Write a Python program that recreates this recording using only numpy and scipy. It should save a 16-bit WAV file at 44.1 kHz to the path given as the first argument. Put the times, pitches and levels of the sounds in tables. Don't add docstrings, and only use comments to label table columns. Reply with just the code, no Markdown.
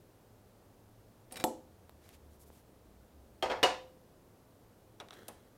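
import sys
import numpy as np
from scipy import signal
from scipy.fft import rfft, irfft, next_fast_len
from scipy.io import wavfile

SR = 44100
rng = np.random.default_rng(int(sys.argv[2]) if len(sys.argv) > 2 else 0)


def wrap_up_sound(samples):
    columns = np.atleast_2d(samples).T
    tamed = np.clip(columns, -1, 1)
    steps = np.round(tamed * 32767).astype(np.int16)
    wavfile.write(sys.argv[1], SR, steps)


N = 246028
TIME = np.arange(N) / SR
RING_TIME = np.arange(int(.6 * SR)) / SR
THIRDS = 25 * 2 ** (np.arange(29) / 3)

# time in seconds, pitch in Hz, level in dB.
HUM_PATH = [(0, 105, -72), (1.62, 107, -69), (1.85, 88, -65.5), (2.12, 73.6, -66.5), (2.52, 73.9, -58.5),
            (2.63, 70, -85), (2.76, 64.2, -64.5), (3.25, 65.8, -65), (3.78, 70, -62), (3.95, 75.3, -79),
            (4.3, 102.9, -73)]
# frequency in Hz, gain in dB.
AIR_COLOUR = [(15, -29.5), (25, -8), (76, -8.5), (108, -3), (137, -10), (206, -8), (405, -11), (503, -11),
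              (2280, -31), (7710, -35), (14800, -34), (16000, -38.5)]

# start in seconds, level in dB, treble in dB, ring in dB,
# contact point from 0 on the tips to 1 on the flanks.
JAW_SLIPS = [(1.311, -64, -15, -6, .5), (1.3228, -65.5, 14, 3.5, 0), (1.341, -64, -4, -3, .5),
             (1.358, -54, -6, -1, 0.93), (1.3686, -57.5, 3, 2, 0.73), (1.3725, -56.5, -1, -14, 0.6),
             (1.3992, -50.5, -7.5, -1.5, 0.92), (1.409, -57, -3, -7, 1), (1.419, -75, 15, -12, .5)]
# frequency in Hz, third-octave level in dB, t60 in seconds.
JAW_BODY = [(25, -35, .1), (120, -5, 0.14), (250, -5, 0.14), (700, -4, 0.096), (1080, -6.5, 0.12),
            (2000, 2.5, 0.039), (3820, 7.5, 0.02), (7000, 1.5, 0.028), (12000, 2, 0.028), (16000, -1, .03)]
# pitch in Hz, dB on the tips, dB on the flanks, t60 in seconds.
JAW_MODES = [(243, 8, 8.5, .4), (520, 11, -3, .25), (750, 6, -5, 0.25), (2010, -12, -2, 0.24),
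             (2372, -9, 1.5, 0.23), (3780, -16, 0, 0.14), (3890, -12, 3, 0.13), (4770, -7, -7, 0.28),
             (5400, -8, -2, 0.15), (8560, 7.5, 5, 0.065), (9520, 2, -9, 0.06), (10300, 6.5, -9, 0.055),
             (12500, -8, -3, 0.09)]
# frequency in Hz, band level in dB.
SCRAPE_COLOUR = [(300, -16), (1000, -10), (1600, 5), (2600, -6), (3700, 3), (6000, -6), (15000, -12)]

# start in seconds, then level, bass, treble and ring in dB.
CALIPER_KNOCKS = [(1.4399, -41, 2, 3, -6), (1.4420, -43, -4, -3.5, 5)]
# frequency in Hz, third-octave level in dB, t60 in seconds.
CALIPER_BODY = [(25, -32, .1), (60, -24, 0.14), (129, -10, 0.037), (190, -8, .1), (278, -1, 0.26),
                (600, -3, 0.23), (840, 5, 0.15), (1280, -12, 0.084), (2310, -17, 0.013), (2950, -10, .03),
                (3700, -3, 0.051), (4520, -6.5, 0.022), (7700, 7, 0.024), (12700, 0.5, 0.03),
                (16300, -2, .018)]
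# pitch in Hz, level in dB, t60 in seconds.
KNOCK_MODES = [(233, 1.5, 0.49), (302, 1.5, 0.48), (362.6, 2.5, 0.3), (430, -10, 0.29), (513, 3.5, 0.35),
               (569, -8, .25), (656, -5, 0.34), (723, -1, 0.24), (742, 17.5, 0.16), (778, 4, 0.21),
               (837, -1.5, 0.32), (868, 7, 0.14), (1080, -17, 0.19), (1292, -11, 0.21), (3451, -11, 0.12),
               (3500, -19, .2), (4107, -19, 0.16), (7970, 0, 0.1), (9440, -12, .13), (11530, 1.5, 0.046),
               (12960, -6, .08)]

# start in seconds, level in dB, hardness as a tilt in dB per
SNAPS = [(1.4402, 1, 0.7, -1), (1.4420, -12, -3.5, 1), (1.8951, -27, -1.5, 1), (1.8954, -52, 10.5, 1),
         (2.0912, -30.5, 4.5, 1), (2.5026, -34, -6, -1)]
# frequency in Hz, gain in dB.
SNAP_COLOUR = [(40, -17), (150, 2.5), (800, 9.5), (1500, 1), (2600, -3.5), (4000, -1), (4900, -14),
               (7000, -13.5), (14000, -11.5), (18000, -36)]

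# start in seconds, length in seconds, level in dB, body against treble in dB.
SLEEVE_STROKES = [(2.008, 0.15, -74, 9.5), (2.126, 0.045, -72.5, 8), (2.304, .07, -71.5, -15),
                  (2.394, 0.052, -62.5, -27), (2.457, 0.043, -67, -20), (2.508, 0.11, -69, -2.5)]
# frequency in Hz, band level in dB.
SLEEVE_COLOUR = [(300, -14), (1200, -8), (2200, -2), (4500, -3.5), (8000, 1), (14000, 5), (17000, -11)]

# start in seconds, then level, bass, treble and ring in dB, contact from
# 0 on the nose to 1 flat, first rocking gap in seconds, loss per rock in dB.
LANDINGS = [(3.4245, -44.5, 0.5, -0.5, 2, 0.014, 0.0055, 5), (3.4560, -48, 2.5, -15, -6.5, .3, 0.0064, 5.5),
            (3.4986, -43, 2, -17, -4.5, .3, 0.0071, 7.5), (3.5134, -42, -0.5, -17, -6, 0.38, .006, 7),
            (3.6297, -30, -7.5, -2, -6, 0.88, .0055, 7.5), (3.63663, -39, 4.5, -10, 4.5, 1, 0.0048, 15),
            (3.6543, -47, 5, -13, 0, 0.93, .008, 16)]
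# frequency in Hz, third-octave level in dB, t60 in seconds.
PLATFORM_BODY = [(25, -48.5, .1), (60, -33, 0.13), (170, -20.5, 0.14), (252, -14.5, 0.089),
                 (388, 0, 0.0966), (704, 3.5, 0.13), (1100, 0.5, 0.14), (1706, -0.5, 0.14),
                 (2804, 5, 0.052), (4535, 0, 0.087), (6700, -7.5, 0.17), (9500, -9, 0.073),
                 (13200, -8.5, .05), (16050, -25, 0.042)]
# pitch in Hz, dB on the nose, dB when flat, t60 in seconds.
PLATFORM_MODES = [(267, -10, -23.5, 0.2), (364.4, -0.5, -4.5, 0.22), (403, -2.5, -1, .12),
                  (487, -10, 7, 0.13), (514, -4.5, -7.5, 0.73), (531, -9.5, 6.5, 0.26),
                  (592, -6.5, -7.5, .27), (657.4, 11, -12, 0.22), (714, -10.5, 0.5, 0.3),
                  (742, -4, 3.5, 0.33), (777, 6, -5.5, 0.26), (896.5, 2, -8.5, 0.28), (957, -4, -6, 0.33),
                  (983, 2, -8, 0.33), (1092, -12, -15.5, .24), (1177, -1.5, -17.5, 0.17),
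                  (1245, 0.5, -13, 0.22), (1267, -11.5, -7, .13), (1490, -14, -6.5, .2),
                  (1570, -17.5, -6, .17), (1773, -13.5, -3.5, 0.22), (2210, -11, -16, 0.27),
                  (2595, -3.5, -8, 0.23), (2822, -13, 4, .055), (2888, -10, 13, 0.08),
                  (2953, -22.5, -19, 0.4), (2912, -16, 3.5, .07), (3224, 11.5, -19, 0.077),
                  (4148, -19, -9, 0.15), (4450, -9, -12, .15), (4870, -16, -12, 0.35),
                  (6800, -29, -20, 0.18)]

# start in seconds, then level, treble and ring in dB, length as a
PAD_TAPS = [(5.0006, -53.5, -11.5, 5, 1), (5.0085, -59, -20, -5, 1), (5.0859, -55, -15, 1.5, 0.28),
            (5.1074, -55, -11, 7, 0.32), (5.124, -61, -11, -9, 0.28), (5.130, -60, -12, 3, 0.69),
            (5.1373, -66, 8, -4, 0.4), (5.2822, -61, 23, -12, 0.68)]
# start in seconds, level in dB.
PAD_DROPS = [(5.007, -62.5), (5.284, -62)]
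# frequency in Hz, third-octave level in dB, t60 in seconds.
PAD_BODY = [(25, -36, 0.072), (119, -17, 0.083), (302, -5, 0.11), (750, 5.5, 0.084), (1490, -2.5, 0.083),
            (2500, -2, 0.096), (3700, -1.5, 0.051), (6000, -1, 0.037), (11000, -3, 0.06), (16000, -9, .03)]
# pitch in Hz, level in dB, t60 in seconds.
PAD_MODES = [(733, 1, 0.11), (990, -11.5, 0.07), (1288, 4, 0.057), (1690, -9, .12), (1970, -14, .09),
             (3440, 11, 0.026), (3850, 4, 0.063), (5670, 8.5, 0.019), (8490, -16, .08)]
# frequency in Hz, band level in dB.
SLIDE_COLOUR = [(200, -1.5), (450, 6.5), (1000, -5), (1350, 1), (1600, 4.5), (1950, 1.5), (2500, -11),
                (3050, 0.5), (3380, 4.5), (3650, -8), (4000, 3.5), (4500, -9), (6300, -5), (8000, -8),
                (12000, -6), (17000, -11)]

# frequency in Hz, level against the send in dB, t60 in seconds.
GARAGE_REVERB = [(80, -10, .45), (250, -8, .38), (550, -7.5, .36), (1200, -7, .33), (3000, -8, .36),
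                 (6000, -8, .34), (10000, -10, .27), (16000, -15, .18)]


def from_db(db):
    return 10 ** (np.asarray(db) / 20)


def rms_one(x):
    return x / np.sqrt(np.mean(x ** 2, axis=-1, keepdims=True) + 1e-20)


def at_hz(rows, hz):
    row_hz, *columns = np.transpose(rows)
    return [np.interp(np.log(np.maximum(hz, 1)), np.log(row_hz), column) for column in columns]


def add(out, start_s, sound):
    start = int(round(start_s * SR))
    out[..., start:start + sound.shape[-1]] += sound[..., :N - start]


def steady_noise(colour, per_octave=False):
    size = next_fast_len(N)
    hz = np.fft.rfftfreq(size, 1 / SR)
    gain = from_db(at_hz(colour, hz)[0]) * (hz > 15)
    if per_octave:
        gain = gain / np.sqrt(np.maximum(hz, colour[0][0]))
    return rms_one(irfft(rfft(rng.standard_normal(size)) * gain, size)[:N])


def grain(depth_db, per_s):
    knots = rng.standard_normal(8000)
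    return rms_one(from_db(depth_db * np.interp(TIME * per_s, np.arange(len(knots)), knots)))


def arch(start_s, length_s):
    return np.sin(np.pi * np.clip((TIME - start_s) / length_s, 0, 1))


def decays(t60, size):
    return np.exp(-np.log(1000) / t60[:, None] * RING_TIME[:size])


def dense_ring(t60, size):
    hz, edge = np.fft.rfftfreq(size, 1 / SR), 2 ** (1 / 6)
    in_band = (hz > THIRDS[:, None] / edge) & (hz < THIRDS[:, None] * edge)
    bands = rms_one(irfft(rfft(rng.standard_normal(size)) * in_band, size))
    envelope = decays(t60, size)
    return rms_one(bands * envelope) * np.sqrt(np.mean(envelope ** 2, axis=1, keepdims=True))


def blend_modes(modes, share):
    return [(hz, here_db + share * (there_db - here_db), t60) for hz, here_db, there_db, t60 in modes]


def hit(body, modes, bass_db, treble_db, ring_db, length=1, contact_s=0.000058):
    def force_db(hz, bass_hz=1000, treble_hz=5500):
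        return bass_db / (1 + (hz / bass_hz) ** 2) + treble_db / (1 + (treble_hz / hz) ** 2)
    body_db, body_t60 = at_hz(body, THIRDS)
    clatter = from_db(body_db + force_db(THIRDS)) @ dense_ring(body_t60 * length, size=8192)
    hz, mode_db, t60 = np.transpose(modes)
    signs = (-1) ** np.arange(len(hz))
    strengths = signs * from_db(mode_db + ring_db + force_db(hz))
    sines = np.sin(2 * np.pi * hz[:, None] * RING_TIME)
    tones = strengths @ (sines * decays(t60 * length, len(RING_TIME)))
    clatter = np.pad(clatter, (0, len(tones) - len(clatter)))
    attack = 1 - np.exp(-RING_TIME / contact_s)
    return np.array([clatter, tones]) * attack


def hits(cues, body, modes):
    out = np.zeros((2, N))
    for start_s, level_db, *touch in cues:
        add(out, start_s, from_db(level_db) * hit(body, modes, *touch))
    return out


def room_tone(air_db=-62):
    times, pitches, levels = np.transpose(HUM_PATH)
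    hz = np.interp(TIME, times, pitches) * grain(depth_db=0.93, per_s=32)
    hum = from_db(np.interp(TIME, times, levels)) * np.sqrt(2) * np.sin(2 * np.pi * np.cumsum(hz) / SR)
    return from_db(air_db) * steady_noise(AIR_COLOUR) + hum * grain(depth_db=2.5, per_s=11)


def jaw_slips(bass_db=-4.5):
    out = np.zeros((2, N))
    for start_s, level_db, treble_db, ring_db, flank in JAW_SLIPS:
        ping = hit(JAW_BODY, blend_modes(JAW_MODES, flank), bass_db, treble_db, ring_db)
        add(out, start_s, from_db(level_db) * ping)
    return out


def jaw_drag(start_s=1.312, end_s=1.436, ramp_s=0.0049, level_db=-54, catches_per_s=700):
    pull = np.clip(np.minimum(TIME - start_s, end_s - TIME) / ramp_s, 0, 1)
    catches = (rng.random(N) < catches_per_s / SR) * rng.standard_normal(N)
    ring = hit(CALIPER_BODY, KNOCK_MODES, bass_db=0, treble_db=-5, ring_db=-2.5, length=0.29).sum(0)
    ring /= np.sqrt(np.sum(ring ** 2))
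    return from_db(level_db) * signal.fftconvolve(pull * rms_one(catches), ring)[:N]


def jaw_scrape(start_s=1.369, length_s=0.015, level_db=-49):
    grit = steady_noise(SCRAPE_COLOUR, per_octave=True) * grain(depth_db=5, per_s=620)
    return from_db(level_db) * arch(start_s, length_s) * grit


def caliper_knocks():
    return hits(CALIPER_KNOCKS, CALIPER_BODY, KNOCK_MODES)


def metal_snaps(size=4096):
    out, hz = np.zeros(N), np.fft.rfftfreq(size, 1 / SR)
    for start_s, level_db, hardness, polarity in SNAPS:
        tilt_db = hardness * np.log2((hz + 100) / 2000)
        gain = from_db(level_db + at_hz(SNAP_COLOUR, hz)[0] + tilt_db)
        cepstrum = irfft(np.log(gain))
        causal = cepstrum[:size // 2] * np.r_[1, np.full(size // 2 - 1, 2)]
        pulse = irfft(np.exp(rfft(causal, size)))
        add(out, start_s, polarity * pulse)
    return out


def sleeve_rustle(split_hz=5000, roundness=0.48):
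    rub = steady_noise(SLEEVE_COLOUR, per_octave=True) * grain(depth_db=1.0, per_s=270)
    treble = signal.sosfilt(signal.butter(2, split_hz, "high", fs=SR, output="sos"), rub)
    body = signal.sosfilt(signal.butter(2, split_hz, "low", fs=SR, output="sos"), rub)
    out = np.zeros(N)
    for start_s, length_s, level_db, body_db in SLEEVE_STROKES:
        swell = arch(start_s, length_s) ** roundness
        out += from_db(level_db) * swell * (treble - body * from_db(body_db))
    return out


def pliers_landing(contacts=3, slowing=1.5):
    out = np.zeros((2, N))
    for start_s, level_db, bass_db, treble_db, ring_db, flat, gap_s, loss_db in LANDINGS:
        modes = blend_modes(PLATFORM_MODES, flat)
        landing = bass_db, treble_db, ring_db
        rocking = bass_db + 5.5, treble_db - 8.5, ring_db - 5
        for k in range(contacts):
            clank = hit(PLATFORM_BODY, modes, *(rocking if k else landing), contact_s=0.00025)
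            add(out, start_s + gap_s * k ** slowing, from_db(level_db - k * loss_db) * clank)
    return out


def pad_clicks(tap_bass_db=-10):
    taps = [(start_s, level_db, tap_bass_db, *touch) for start_s, level_db, *touch in PAD_TAPS]
    dull = 7.5, -17, -11, 1.95
    drops = [(start_s, level_db, *dull) for start_s, level_db in PAD_DROPS]
    return hits(taps + drops, PAD_BODY, PAD_MODES)


def pad_slide(start_s=5.10, attack_s=0.03, hold_s=0.051, level_db=-57.5, fade_db_per_s=56.5):
    since = TIME - start_s
    attack = np.clip(since / attack_s, 0, 1)
    fade_db = fade_db_per_s * np.maximum(since - attack_s - hold_s, 0)
    grit = steady_noise(SLIDE_COLOUR, per_octave=True) * grain(depth_db=3.0, per_s=800)
    return attack * from_db(level_db - fade_db) * grit


def garage(send, predelay_s=.007, build_s=0.011):
    wet_db, t60 = at_hz(GARAGE_REVERB, THIRDS)
    build = 1 - np.exp(-RING_TIME / build_s)
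    tails = rms_one(dense_ring(t60, len(RING_TIME)) * build)
    band_share = THIRDS * (2 ** (1 / 6) - 2 ** (-1 / 6)) / (SR / 2)
    response = (from_db(wet_db) * np.sqrt(band_share / len(RING_TIME))) @ tails
    return signal.fftconvolve(send, np.r_[np.zeros(int(predelay_s * SR)), response])[:N]


def scene():
    pliers = jaw_slips() + caliper_knocks()
    pads, landing, snaps = pad_clicks(), pliers_landing(), metal_snaps()
    clatter, tones = from_db(-1.5) * pliers + from_db(-4) * pads + landing
    reverb = garage(clatter + from_db(-9.5) * tones + from_db(-15) * snaps)
    impacts = (pliers + pads + landing).sum(axis=0) + snaps
    friction = jaw_drag() + jaw_scrape() + pad_slide() + sleeve_rustle()
    return (impacts + friction + reverb + room_tone())[None]


def record(dry):
    cutoff_hz = 16100
    return signal.sosfilt(signal.ellip(10, .1, 70, cutoff_hz, fs=SR, output="sos"), dry)


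dry = scene()
out = record(dry)
wrap_up_sound(out)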